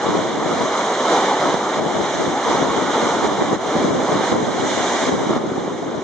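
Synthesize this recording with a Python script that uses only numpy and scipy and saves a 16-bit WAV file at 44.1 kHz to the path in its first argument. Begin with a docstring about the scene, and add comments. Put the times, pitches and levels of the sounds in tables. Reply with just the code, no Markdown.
"""Storm surf churns against a concrete slipway: heavy water rumbles, clouds of bubbles roar,
foam hisses and spray patters down. The microphone is a camera's stereo pair, out in the wind:
gusts flutter on its two ports, and the hardest shoves of air make the gain control duck.
The camera cuts the deep bass and the top treble and notches out the pitches of its own motors."""
import sys
import numpy as np
from scipy import signal
from scipy.fft import rfft, irfft, next_fast_len
from scipy.io import wavfile
from scipy.ndimage import uniform_filter1d

SR = 44100
rng = np.random.default_rng(int(sys.argv[2]) if len(sys.argv) > 2 else 0)


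def generate_wav(sig):
    """Save sig (samples, or channels by samples) to the path in sys.argv[1] as 16-bit PCM at SR."""
    pcm = np.round(np.clip(np.atleast_2d(sig).T, -1, 1) * 32767).astype(np.int16)
    wavfile.write(sys.argv[1], SR, pcm)


N = 265967
TIME = np.arange(N) / SR
FFT_SIZE = next_fast_len(N, True)
BIN_HZ = np.maximum(np.arange(FFT_SIZE // 2 + 1) * SR / FFT_SIZE, 1)

# Spectrum of breaking water: frequency_hz, density_db
SEA_SPECTRUM = [(40, -10), (90, -13.5), (160, -12), (280, -3), (500, -1.4), (800, -1), (1150, -5),
                (1600, -10), (2300, -4.5), (3600, -9.5), (5000, -16), (6500, -17), (8400, -29.5),
                (9400, -43)]


def surf():
    """Heavy water, a roaring bubble cloud, foam and mist on top; more foam throws more spray."""
    rumble_db, roar_db, hiss_db = breakers()
    mist_db = -13 + .55 * (hiss_db - roar_db)   # relative to the foam
    rumble = water_noise(20, 420, bands=4, patch_db=.75, patch_hz=8.3, surge_db=-.1, surge_hz=19)
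    roar = water_noise(420, 1500, bands=5, patch_db=1.36, patch_hz=11, surge_db=.5, surge_hz=140)
    hiss = water_noise(1500, 5430, bands=4, patch_db=.87, patch_hz=32, surge_db=.37, surge_hz=30)
    mist = water_noise(5430, 10000, bands=3, patch_db=.5, patch_hz=18, surge_db=.5, surge_hz=38)
    bubbles_per_s = 500 * from_db(roar_db - roar_db.mean())
    drops_per_s = 900 * from_db(hiss_db - hiss_db.mean())
    bubbles = close_pops(bubbles_per_s, 380, 1670, cycles=22, spread_db=4, width_db=-.5)
    spray = close_pops(drops_per_s, 1700, 9600, cycles=40, spread_db=7.5, width_db=7)
    churn = from_db(roar_db) * (from_db(.43) * roar + from_db(-15) * bubbles)
    foam = from_db(hiss_db) * (from_db(-.95) * hiss + from_db(mist_db) * mist + from_db(-22) * spray)
    return from_db(rumble_db) * rumble + churn * pan(-.8) + foam * pan(-2.7)


def breakers(roar_decay_db_per_s=49.5, foam_decay_db_per_s=42.5, swell_db=-30, rumble_re_roar_db=-8):
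    """Levels of rumble, roar and hiss in dB: each wave adds its power to the wash."""
    # Waves breaking on the slipway: crest_s, build_s, hold_s, roar_db, hiss_db
    waves = [(0.06, .08, .1, -23, -24.5), (0.56, .14, 0.15, -23, -23.5), (0.786, 0.072, 0.22, -24, -22.5),
             (1.13, .1, .05, -16.5, -17.5), (1.258, 0.033, .04, -20.5, -23.5), (1.458, 0.11, .1, -21, -23),
             (1.748, .08, .04, -23.5, -26), (2.125, 0.21, .1, -29, -25), (2.506, 0.11, 0.074, -19.5, -20.5),
             (2.76, .08, 0.12, -23, -25), (2.964, .08, 0.15, -21, -21.5),
             (3.246, 0.033, 0.055, -22.5, -23.5), (3.647, .06, 0.097, -20.5, -21.5),
             (4.085, 0.11, .06, -22.5, -23.5), (4.262, .07, .04, -23, -21.5), (4.798, 0.25, .28, -23, -19),
             (5.308, 0.017, 0.033, -24.5, -30)]
    # Restless water between the waves, drawing back at the end: time_s, level_db
    wash = [(0, -26), (1.9, -25), (3.4, -24.5), (4.5, -27), (5.2, -27), (5.45, -30.5), (6.03, -32.5)]
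    wash_db = np.interp(TIME, *np.transpose(wash))
    roar_power = hiss_power = from_db(wash_db) ** 2
    for crest_s, build_s, hold_s, roar_db, hiss_db in waves:
        roar = from_db(roar_db) * envelope(crest_s, build_s, hold_s, roar_decay_db_per_s)
        hiss = from_db(hiss_db) * envelope(crest_s, build_s, hold_s, foam_decay_db_per_s)
        roar_power = roar_power + roar ** 2
        hiss_power = hiss_power + hiss ** 2
    rumble_power = from_db(swell_db) ** 2 + from_db(rumble_re_roar_db) ** 2 * roar_power
    return 10 * np.log10([rumble_power, roar_power, hiss_power])


def water_noise(low_hz, high_hz, bands, patch_db, patch_hz, surge_db, surge_hz, lag_s=4e-5):
    """Countless bubbles merge into noise; each band swells in patches and all surge together; rms 1."""
    # How alike the sea is at the two ports: frequency_hz, coherence (0-1)
    likeness = [(100, .93), (500, .96), (1100, .92), (1800, .62), (2300, .78), (3200, .56), (4200, .42),
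                (5000, .25), (6400, .62), (8200, .32)]
    mid, side = white_spectra()
    coherence = at_hz(likeness, BIN_HZ)
    ports = np.sqrt(1 + coherence) * mid + np.sqrt(1 - coherence) * side * [[1], [-1]]
    delay_s = lag_s / (1 + (BIN_HZ / 5000) ** 4)   # the sea reaches the left port first
    ports[1] *= np.exp(-2j * np.pi * BIN_HZ * delay_s)
    ports *= from_db(at_hz(SEA_SPECTRUM, BIN_HZ))
    edges_hz = np.geomspace(low_hz, high_hz, bands + 1)
    water = np.zeros((2, N))
    for bottom, top in zip(edges_hz, edges_hz[1:]):
        band = irfft(ports * ((BIN_HZ >= bottom) & (BIN_HZ < top)), FFT_SIZE)[:, :N]
        water += band * from_db(patch_db * drift(patch_hz))
    return rms_one(water * from_db(surge_db * drift(surge_hz)))


def close_pops(per_s, low_hz, high_hz, cycles, spread_db, width_db, pitches=16):
    """Bubbles or drops near the microphone: uneven clicks ring briefly, each from its own side; rms 1."""
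    pops = np.zeros((2, N))
    for hz in np.geomspace(low_hz, high_hz, pitches):
        onsets = np.flatnonzero(rng.random(N) < per_s / pitches / SR)
        size_db = spread_db * np.minimum(rng.exponential(1, len(onsets)), np.pi)
        heights = from_db(size_db) * rng.choice([-1, 1], len(onsets))
        clicks = np.full((2, N), 1e-18)
        clicks[:, onsets] = heights * pan(width_db * rng.standard_normal(len(onsets)))
        pole = np.exp(-np.log(1000) * hz / (cycles * SR))   # 60 dB down after that many cycles
        angle = 2 * np.pi * hz / SR
        ring = signal.lfilter([1, 0, -1], [1, -2 * pole * np.cos(angle), pole * pole], clicks)
        pops += ring * from_db(at_hz(SEA_SPECTRUM, hz)) * hz   # short, high rings need more height
    return rms_one(pops)


def wind(breeze_db=-52.5, attack_s=.032, release_db_per_s=126.5, lump_db=4, lump_hz=45):
    """Gusts rise out of a light breeze; each port has its own turbulence, which comes in lumps."""
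    # Gusts on the microphone: crest_s, hold_s, level_db, left_minus_right_db
    gusts = [(0.07, 0.13, -17.5, -0.5), (0.275, 0.26, -23.5, 1), (0.568, 0.045, -20, 7),
             (1.454, 0.065, -22.5, 5), (1.781, 0.079, -19, 7), (1.961, 0.067, -20, 5),
             (2.183, 0.087, -18.5, 3.5), (2.48, 0.26, -22, 4), (2.781, 0.071, -20.5, 9),
             (3.02, .14, -22, 3.5), (3.257, 0.034, -15.5, -4.5), (3.397, 0.17, -19.5, 2),
             (3.648, 0.056, -24, 9), (3.769, 0.16, -16, 4), (3.96, 0.065, -21, -11), (4.137, 0.033, -15, 4),
             (4.332, 0.078, -10.5, -0.5), (4.527, 0.27, -22.5, 2), (4.918, 0.13, -25.5, 6),
             (5.096, 0.085, -11.5, -1), (5.25, 0.21, -19, 1.5), (5.494, 0.24, -23, 0.5),
             (5.834, 0.15, -24.5, 1)]
    # Spectrum of the turbulence: frequency_hz, density_db
    wind_spectrum = [(35, -7), (60, 5.5), (110, -2), (200, -1), (330, 0), (500, -3), (750, -11.5),
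                     (1100, -12), (2000, -26), (4000, -58)]
    power = from_db(breeze_db) ** 2
    for crest_s, hold_s, level_db, balance_db in gusts:
        gust = from_db(level_db) * envelope(crest_s, attack_s, hold_s, release_db_per_s)
        power = power + (gust * pan(balance_db)) ** 2
    turbulence = irfft(white_spectra() * from_db(at_hz(wind_spectrum, BIN_HZ)), FFT_SIZE)[:, :N]
    lumps = from_db(lump_db * np.array([drift(lump_hz), drift(lump_hz)]))
    return np.sqrt(power) * rms_one(turbulence * lumps)


def eddies(trim_db=-3, typical_width_s=.00048):
    """An eddy crossing a port is one quick push and pull, of either sign."""
    # Single eddies slapping the ports: time_s, relative_peak_db, left_minus_right_db
    slaps = [(0.069, -13, 19), (0.193, -8, 16), (0.613, -6, 20), (1.543, 8, -14), (1.798, -5, 12),
             (1.863, -1, 15), (2.209, -3, 16), (2.628, 3, 10), (3.291, -5, -21), (3.53, 6, 14),
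             (3.846, -1, 8), (4.155, 0, 10), (4.34, 6, 12), (4.775, -5, 21), (5.308, -4.5, -1),
             (5.364, 1, 23), (5.439, -5, -9), (5.519, -6, 2), (5.581, -4.5, -11.5), (5.679, -8, 6)]
    pressure = np.zeros((2, N))
    for time_s, peak_db, balance_db in slaps:
        width_s = typical_width_s * from_db(rng.standard_normal())
        passage = np.clip((TIME - time_s) / width_s, -10, 10)
        push_pull = passage * np.exp((1 - passage ** 2) / 2)
        pressure += from_db(peak_db + trim_db) * pan(balance_db) * rng.choice([-1, 1]) * push_pull
    return pressure


def shoves(width_s=.0135):
    """Slow bumps of air pressure, too deep to hear, press on both ports at once."""
    # Pressure bumps at the microphone: time_s, peak_db
    bumps = [(1.559, 2.5), (1.803, 2.7), (2.65, 1.5), (3.283, 3.5), (3.573, 6), (4.341, 3.5), (5.106, 5),
             (5.387, 4.5)]
    return sum(from_db(peak_db) * np.exp(-.5 * np.minimum(((TIME - time_s) / width_s) ** 2, 100))
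               for time_s, peak_db in bumps)


def gain_control(sound, release_db_per_s=25):
    """Pressure above full scale pulls the camera's gain down at once; it recovers slowly."""
    pressure = np.abs(uniform_filter1d(sound.mean(axis=0), size=220))
    over_db = 20 * np.log10(np.maximum(pressure, 1))
    recovery_db = release_db_per_s * TIME
    duck_db = np.maximum.accumulate(over_db + recovery_db) - recovery_db
    return sound * from_db(-duck_db)


def envelope(crest_s, attack_s, hold_s, release_db_per_s):
    """Swell smoothly to 1 at crest_s, hold, then die away."""
    early = np.clip((crest_s - TIME) / attack_s, 0, 10)
    late_s = np.clip(TIME - crest_s - hold_s, 0, 2)
    return np.exp(-early ** 2) * from_db(-release_db_per_s * late_s)


def drift(rate_hz, step=20):
    """Smooth random wander that changes about rate_hz times a second; rms 1."""
    pole = np.exp(-2 * np.pi * step * rate_hz / SR)
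    noise = rng.standard_normal(N // step + 4002)
    slow = signal.lfilter([1], [1, -2 * pole, pole * pole], noise)[4000:]   # once settled
    return np.interp(np.arange(N) / step, np.arange(len(slow)), rms_one(slow))


def white_spectra():
    """Spectra of two unrelated white noises."""
    return rfft(rng.standard_normal((2, FFT_SIZE)))


def at_hz(curve, hz):
    """Read a table on a log-frequency axis."""
    points_hz, values = np.transpose(curve)
    return np.interp(np.log(hz), np.log(points_hz), values)


def pan(balance_db):
    """Left and right gains of constant total power; positive is to the left."""
    gains = from_db(np.array([[.5], [-.5]]) * balance_db)
    return gains / np.sqrt(np.mean(gains ** 2, axis=0))


def from_db(db):
    """Decibels to gain."""
    return 10 ** (np.asarray(db) / 20)


def rms_one(x):
    """Scale to rms 1."""
    return x / np.sqrt(np.mean(x ** 2) + 1e-20)


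def scene():
    """The sea ahead and the wind right on the microphone."""
    ceiling = .5   # the ports round off the hardest gusts and eddies
    buffeting = ceiling * np.tanh((wind() + eddies()) / ceiling)
    return surf() + buffeting + shoves()


def record(dry, low_cut_hz=150, top_cut_hz=9640, whine_db=-2):
    """The camera: gain control, wind filter, motor notches, a thin whine and a steep top cut."""
    # Notches at the pitches of the camera's motors: pitch_hz, width_hz
    notches = [(2600, 2098), (4600, 961), (5430, 431), (7900, 370), (8100, 374)]
    wind_filter = signal.butter(3, low_cut_hz, "high", fs=SR, output="sos")
    sound = signal.sosfilt(wind_filter, gain_control(dry))
    whine_band = signal.butter(2, [7988, 8012], "band", fs=SR, output="sos")   # between the top notches
    whine = signal.sosfilt(whine_band, sound)
    for pitch_hz, width_hz in notches:
        sound = signal.lfilter(*signal.iirnotch(pitch_hz, pitch_hz / width_hz, SR), sound)
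    top_cut = signal.ellip(16, .2, 90, top_cut_hz, fs=SR, output="sos")
    return signal.sosfilt(top_cut, sound + from_db(whine_db) * whine)


dry = scene()
out = record(dry)
generate_wav(out)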